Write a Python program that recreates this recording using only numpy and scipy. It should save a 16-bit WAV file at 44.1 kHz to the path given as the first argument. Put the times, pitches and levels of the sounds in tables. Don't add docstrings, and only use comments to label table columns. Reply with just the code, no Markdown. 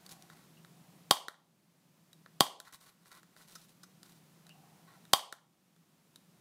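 import sys
import numpy as np
from scipy import signal
from scipy.fft import rfft, irfft, next_fast_len
from scipy.io import wavfile
from scipy.ndimage import uniform_filter1d, minimum_filter1d, map_coordinates

SR = 44100
rng = np.random.default_rng(int(sys.argv[2]) if len(sys.argv) > 2 else 0)


def generate_wav(sig):
    pcm = np.round(np.clip(np.atleast_2d(sig).T, -1, 1) * 32767).astype(np.int16)
    wavfile.write(sys.argv[1], SR, pcm)


N = 282636
TIME = np.arange(N) / SR
HIT_TIME = TIME[:SR // 2]
TOP_HZ = 15550

# start in seconds, level in dB, bass lift from the jolted hand in dB,
# contact time in seconds, tearing time before it in seconds, tearing level beside the snap in dB.
SNAPS = [(1.1094, 6, 5.5, 0.0015, 0.0014, -19), (2.4060, 5, 10.5, 0.0015, .0036, -23.5),
         (5.1342, 6, 1.5, 0.0011, 0.002, -11)]
# frequency in Hz, relative level in dB per Hz.
JAW_COLOUR = [(40, -28.5), (150, -8.5), (300, -9.5), (450, -7), (600, -3), (850, 0), (1150, -0.5),
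              (1500, -7.5), (1950, -8.5), (2600, -17), (3150, 3), (4000, -7), (4600, 0.5), (5600, -12.5),
              (8500, -10), (15000, -16.5)]
# frequency in Hz, share of the bass lift (no unit).
THUMP_SHARE = [(40, 0.33), (130, 1), (280, 1), (450, 0.69), (650, 0.025)]
# frequency in Hz, strength beside the slam in dB, time to fade by 60 dB in seconds.
STEEL_MODES = [(570, -6, 0.05), (720, -9.5, 0.031), (798.3, -2.5, 0.08), (833, -4.5, 0.1),
               (1023, 2.5, 0.12), (1110, -3, 0.13), (1104, -3, 0.08), (1840, -6, 0.082), (3235, -2.5, .08),
               (3238, -6.5, .16), (3700, 1.5, 0.038), (4370, -2.5, 0.048), (4720, -5.5, 0.13),
               (6080, -4.5, 0.02), (8330, -1.5, 0.05), (10480, -3.5, 0.02), (13000, -0.5, 0.04)]
# frequency in Hz, relative level in dB per Hz.
CARD_COLOUR = [(300, -21.5), (2500, -10), (3900, 2.5), (5000, -2.5), (6200, -2), (9000, -2.5), (15000, -11)]

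# start in seconds, level in dB, scrape beside the clack in dB, contact time in seconds.
RELEASES = [(1.2833, -19.5, -6.5, .0008), (2.6013, -33.5, 5, .001), (5.3256, -24, -2, 0.001586)]
# frequency in Hz, relative level in dB per Hz.
CLACK_COLOUR = [(60, -31), (200, -16.5), (450, -8.5), (900, -14), (1350, -1.5), (1850, -3.5), (2500, -25),
                (3900, -11.5), (5500, -30.5), (15000, -44.5)]
# frequency in Hz, strength beside the clack in dB, time to fade by 60 dB in seconds.
LEVER_MODES = [(1405, -5, 0.026), (1830, -6.5, 0.02), (3940, -5, 0.022)]

# start in seconds, level in dB,
# hollow knock in dB before a lift shared by all, ring of the part touched in Hz.
TICKS = [(0.0632, -37.5, -27, 4530), (0.0913, -40.5, -21, 5060), (0.1129, -39, -37, 5500),
         (0.2228, -41, -43, 5800), (0.2993, -48.5, -5, 3870), (0.6471, -49.5, -7.5, 3790),
         (2.1301, -38.5, -25.5, 3830), (2.2603, -51.5, 3, 3284), (2.7277, -41, -6, 5600),
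         (3.057, -48.5, -7.5, 5650), (3.1156, -39.5, -14, 4630), (3.2303, -45, -9, 7000),
         (3.364, -48.5, -5.5, 3950), (4.0302, -37, -23.5, 4820), (4.4667, -44, -19, 3975),
         (4.4922, -43.5, -21.5, 4610), (5.0518, -47, -17, 3720), (5.7623, -50, -16, 3483),
         (6.1584, -35, -27, 3826)]
# start in seconds, level of the first contact in dB.
RATTLES = [(3.552, -40.5), (3.831, -45.5)]
# frequency in Hz, strength beside the rattle in dB, time to fade by 60 dB in seconds.
RIVET_MODES = [(1230, 7.5, 0.01), (5200, 9.5, 0.0078), (6050, 6, 0.011)]
# start in seconds, level in dB before it fades.
PINGS = [(.570, -64.5), (4.491, -53.5)]

# start in seconds, length in seconds, hiss in dB, scrape in dB.
STROKES = [(0.09, .06, -56, -92), (0.292, 0.21, -70.5, -69), (2.649, 0.068, -57, -51.5),
           (2.724, 0.044, -44.5, -51.5), (2.802, 0.072, -56.5, -66.5), (2.859, 0.054, -53.5, -57),
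           (3.052, 0.053, -59.5, -66.5), (3.105, 0.097, -55.5, -55), (3.362, 0.11, -57, -63),
           (3.472, 0.22, -58, -73), (3.684, .055, -62, -77), (4.03, 0.2, -65, -71.5),
           (4.874, .11, -77.5, -64)]
# start in seconds, length in seconds, rustle in dB.
HANDLING = [(0, 0.35, -71.5), (2.601, 0.98, -71.5)]
# frequency in Hz, relative level in dB per Hz.
HISS_COLOUR = [(500, -6), (2500, -8), (4000, -5), (7000, -9), (11000, -7.5), (15000, -11.5)]
# frequency in Hz, relative level in dB per Hz.
SLIP_COLOUR = [(200, 0.5), (900, 14.5), (5000, 4), (15000, -8.5)]
# frequency in Hz, relative level in dB.
SCRAPE_MODES = [(1100, -2), (1450, 1), (1900, -2.5), (3900, -3.5)]
# start in seconds, length in seconds, level in dB.
GRIPS = [(0, 0.42, -70), (0.699, 0.61, -76), (4.45, .68, -70)]

# frequency in Hz, time to fade by 60 dB in seconds.
ROOM_FADE = [(150, .2), (400, 0.48), (1000, 0.44), (1500, .28), (3500, .38), (8000, 0.29), (15000, 0.19)]
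# frequency in Hz, level in dB.
ROOM_TONE = [(100, -15.5), (220, -10), (400, -3), (1000, 3.5), (1700, -3), (2500, 7), (3200, -1),
             (4500, -4), (6000, 2), (8000, 1.5), (15000, 3)]
# delay in seconds, level in dB before they are dulled.
ECHOES = [(.0034, -15), (.0088, -24.5), (0.0123, -22), (0.058, -28.5), (0.068, -39)]
# frequency in Hz, relative level in dB per Hz.
AIR_COLOUR = [(15, -69.5), (25, -38.5), (49, -33), (101, -18), (135, -7), (163, 0.5), (257, -11.5),
              (344, -12), (438, -18.5), (604, -18.5), (856, -20.5), (1030, -20.5), (1580, -24.5),
              (4750, -27), (15000, -31)]


def snaps():
    out = np.zeros(N)
    for s, db, thump_db, width, tearing, tear_db in SNAPS:
        colour = [(hz, level + thump_db * along(THUMP_SHARE, hz)) for hz, level in JAW_COLOUR]
        slam = strike(contact(width), colour)
        tear = strike(contact(tearing * 0.54), CARD_COLOUR)
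        add(out, s, amp(db) * ringing(slam, STEEL_MODES))
        add(out, s - tearing, amp(db + tear_db) * tear)
    return out


def releases(scrape_width=0.00092, scrape_lead=0.000562):
    out = np.zeros(N)
    for s, db, scrape_db, width in RELEASES:
        clack = strike(contact(width), CLACK_COLOUR)
        scrape = strike(contact(scrape_width), CARD_COLOUR)
        add(out, s, amp(db) * clack)
        add(out, s - scrape_lead, amp(db + scrape_db) * scrape)
    return ringing(out, LEVER_MODES)


def touches(knock_db=7, edge_db=-8, ring_db=11, ring_t60=0.022, width=0.0013):
    out = np.zeros(N)
    for s, db, hollow_db, hz in TICKS:
        tick = strike(contact(width), CARD_COLOUR)
        edge = amp(edge_db) * ringing(tick, [(hz, ring_db, ring_t60)])
        knock = amp(hollow_db + knock_db) * strike(contact(width), CLACK_COLOUR)
        add(out, s, amp(db) * (edge + knock))
    return out


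def rattles(flight=.004, loss_db=5, knock_db=-7, width=.0035, count=3):
    out = np.zeros(N)
    for s, db in RATTLES:
        for k in range(count):
            knock = amp(knock_db) * strike(contact(width), CLACK_COLOUR)
            blow = strike(contact(width), CARD_COLOUR) + knock
            add(out, s + k * flight, amp(db - k * loss_db) * blow)
    return ringing(out, RIVET_MODES)


def spring(hz=2800, q=10, t60=0.14, rise=0.00072):
    out = np.zeros(N)
    for s, db in PINGS:
        scrape = rng.standard_normal(len(HIT_TIME))
        coil = unit(resonate(resonate(scrape, hz, q), hz, q))
        fade = amp(db - 60 * HIT_TIME / t60)
        add(out, s, fade * coil * (1 - np.exp(-HIT_TIME / rise)))
    return out


def rubbing(grain_db=2.0, slip_db=4, catch_db=2.5, scrape_q=7, rustle_scrape_db=-2, crackle_db=-4):
    grainy = unit(amp(grain_db * wobble(1200)) * noise(HISS_COLOUR))
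    hiss = unit(grainy + amp(crackle_db) * crackle())
    slips = unit(amp(slip_db * wobble(830)) * noise(SLIP_COLOUR))
    scrape = unit(sum(amp(db) * unit(resonate(slips, hz, scrape_q)) for hz, db in SCRAPE_MODES))
    strokes = np.zeros(N)
    for s, length, hiss_db, scrape_db in STROKES:
        strokes += pressure(s, length) * (amp(hiss_db) * hiss + amp(scrape_db) * scrape)
    moving = sum(amp(db) * pressure(s, length) for s, length, db in HANDLING)
    rustle = moving * (hiss + amp(rustle_scrape_db) * scrape)
    return (strokes + rustle) * amp(catch_db * wobble(90))


def crackle(rate=260, size_db=5):
    size = amp(size_db * np.minimum(rng.exponential(size=N), 2))
    catches = (rng.random(N) < rate / SR) * size * rng.choice([-1, 1], N)
    return unit(signal.fftconvolve(catches, strike(contact(width=.0003), CARD_COLOUR))[:N])


def grip(slip_db=4, hz=720, q=3.9):
    creep = unit(resonate(amp(slip_db * wobble(600)) * noise(SLIP_COLOUR), hz, q))
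    return creep * sum(amp(db) * pressure(s, length, skew=0.69, softness=0.44) for s, length, db in GRIPS)


def pressure(s, length, skew=0.49, softness=0.74):
    u = np.clip((TIME - s) / length, 0, 1)
    return np.abs(np.sin(np.pi * u ** skew)) ** softness


def contact(width, scatter=0.58, patch_hz=220):
    hz = np.fft.rfftfreq(2048, 1 / SR)
    knots = rng.standard_normal(len(hz))
    delay = width * np.exp(scatter * np.clip(map_coordinates(knots, [hz / patch_hz]), -2, 2))
    phase = -2 * np.pi * hz[1] * np.cumsum(delay)
    force = irfft(np.exp(1j * phase))[:len(hz)]
    force *= np.exp(-(HIT_TIME[:len(hz)] / (5 * width)) ** 4)
    return force / np.linalg.norm(force)


def strike(force, spectrum):
    size = len(HIT_TIME)
    cepstrum = irfft(np.log(amp(along(spectrum, np.fft.rfftfreq(size, 1 / SR)))))
    fold = 1 + np.sign(np.fft.fftfreq(size))
    body = irfft(np.exp(rfft(cepstrum * fold)))
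    gain = np.sqrt(SR / 1000) / np.linalg.norm(body)
    return gain * signal.fftconvolve(force, body)[:size]


def ringing(blow, modes):
    out = blow.copy()
    for hz, db, t60 in modes:
        q = np.pi * hz * t60 / np.log(1000)
        out += amp(db) * resonate(blow, hz, q)
    return out


def resonate(x, hz, q):
    return signal.lfilter(*signal.iirpeak(hz, q, SR), x)


def noise(spectrum):
    m = next_fast_len(N)
    white = rfft(rng.standard_normal(m))
    return unit(irfft(white * amp(along(spectrum, np.fft.rfftfreq(m, 1 / SR))), m)[:N])


def wobble(rate):
    return map_coordinates(rng.standard_normal(int(N * rate / SR) + 4), [TIME * rate])


def amp(db):
    return 10 ** (np.asarray(db) / 20)


def unit(x):
    return x / np.sqrt(np.mean(x ** 2) + 1e-20)


def along(points, hz):
    f, v = np.transpose(points)
    return np.interp(np.log(hz + 1), np.log(f), v)


def add(track, s, sound):
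    part = track[max(round(s * SR), 0):][:len(sound)]
    part += sound[:len(part)]


def room(x, early_db=-16, early_t60=0.099, late_db=-13.0, build=.0012, echo_low_hz=600, echo_hz=5000):
    hz, t, z = signal.stft(rng.standard_normal(SR * 3 // 4), SR, nperseg=256)
    late_t60 = along(ROOM_FADE, hz)[:, None]
    early = amp(early_db - 60 * t / early_t60) / np.sqrt(early_t60)
    late = amp(late_db - 60 * t / late_t60) / np.sqrt(late_t60)
    shape = np.hypot(early, late) * amp(along(ROOM_TONE, hz))[:, None]
    tail = signal.istft(z * shape, SR, nperseg=256)[1]
    tail *= np.sqrt(2 * np.log(1000) / SR)
    tail *= 1 - np.exp(-(TIME[:len(tail)] / build) ** 2)
    dull = signal.butter(1, [echo_low_hz, echo_hz], "bandpass", fs=SR)
    for delay, db in ECHOES:
        add(tail, delay, amp(db) * signal.lfilter(*dull, contact(width=0.0012)))
    return x + signal.fftconvolve(x, tail)[:N]


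def background(air_db=-62, drone_db=-69.5, drone_hz=167, waver_rate=14):
    turn = 2 * np.pi * drone_hz * TIME
    drone = unit(wobble(waver_rate) * np.sin(turn) + wobble(waver_rate) * np.cos(turn))
    return amp(air_db) * noise(AIR_COLOUR) + amp(drone_db) * drone


def scene():
    near = snaps() + releases() + touches() + rattles() + spring() + rubbing() + grip()
    return (room(near) + background())[None]


def gain_control(x, limit_db=-12, hold=0.099, recovery=0.86):
    level_db = 10 * np.log10(np.abs(uniform_filter1d(x ** 2, size=132)) + 1e-12)
    excess = np.maximum(level_db - limit_db, 1e-6)
    span = int(hold * SR) | 1
    held = -minimum_filter1d(-excess, span, origin=span // 2)
    cut_db = np.maximum.accumulate(held * np.exp(TIME / recovery), axis=-1) * np.exp(-TIME / recovery)
    early_gain_db = minimum_filter1d(-cut_db, size=260)
    return x * amp(uniform_filter1d(early_gain_db, size=130))


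def record(dry):
    x = gain_control(dry)
    x = x / (1 + (x / .7) ** 6) ** (1 / 6)
    m = next_fast_len(N + SR // 2)
    band = 1 / np.sqrt(1 + (np.fft.rfftfreq(m, 1 / SR) / TOP_HZ) ** 160)
    return irfft(rfft(x, m) * band, m)[..., :N]


dry = scene()
out = record(dry)
generate_wav(out)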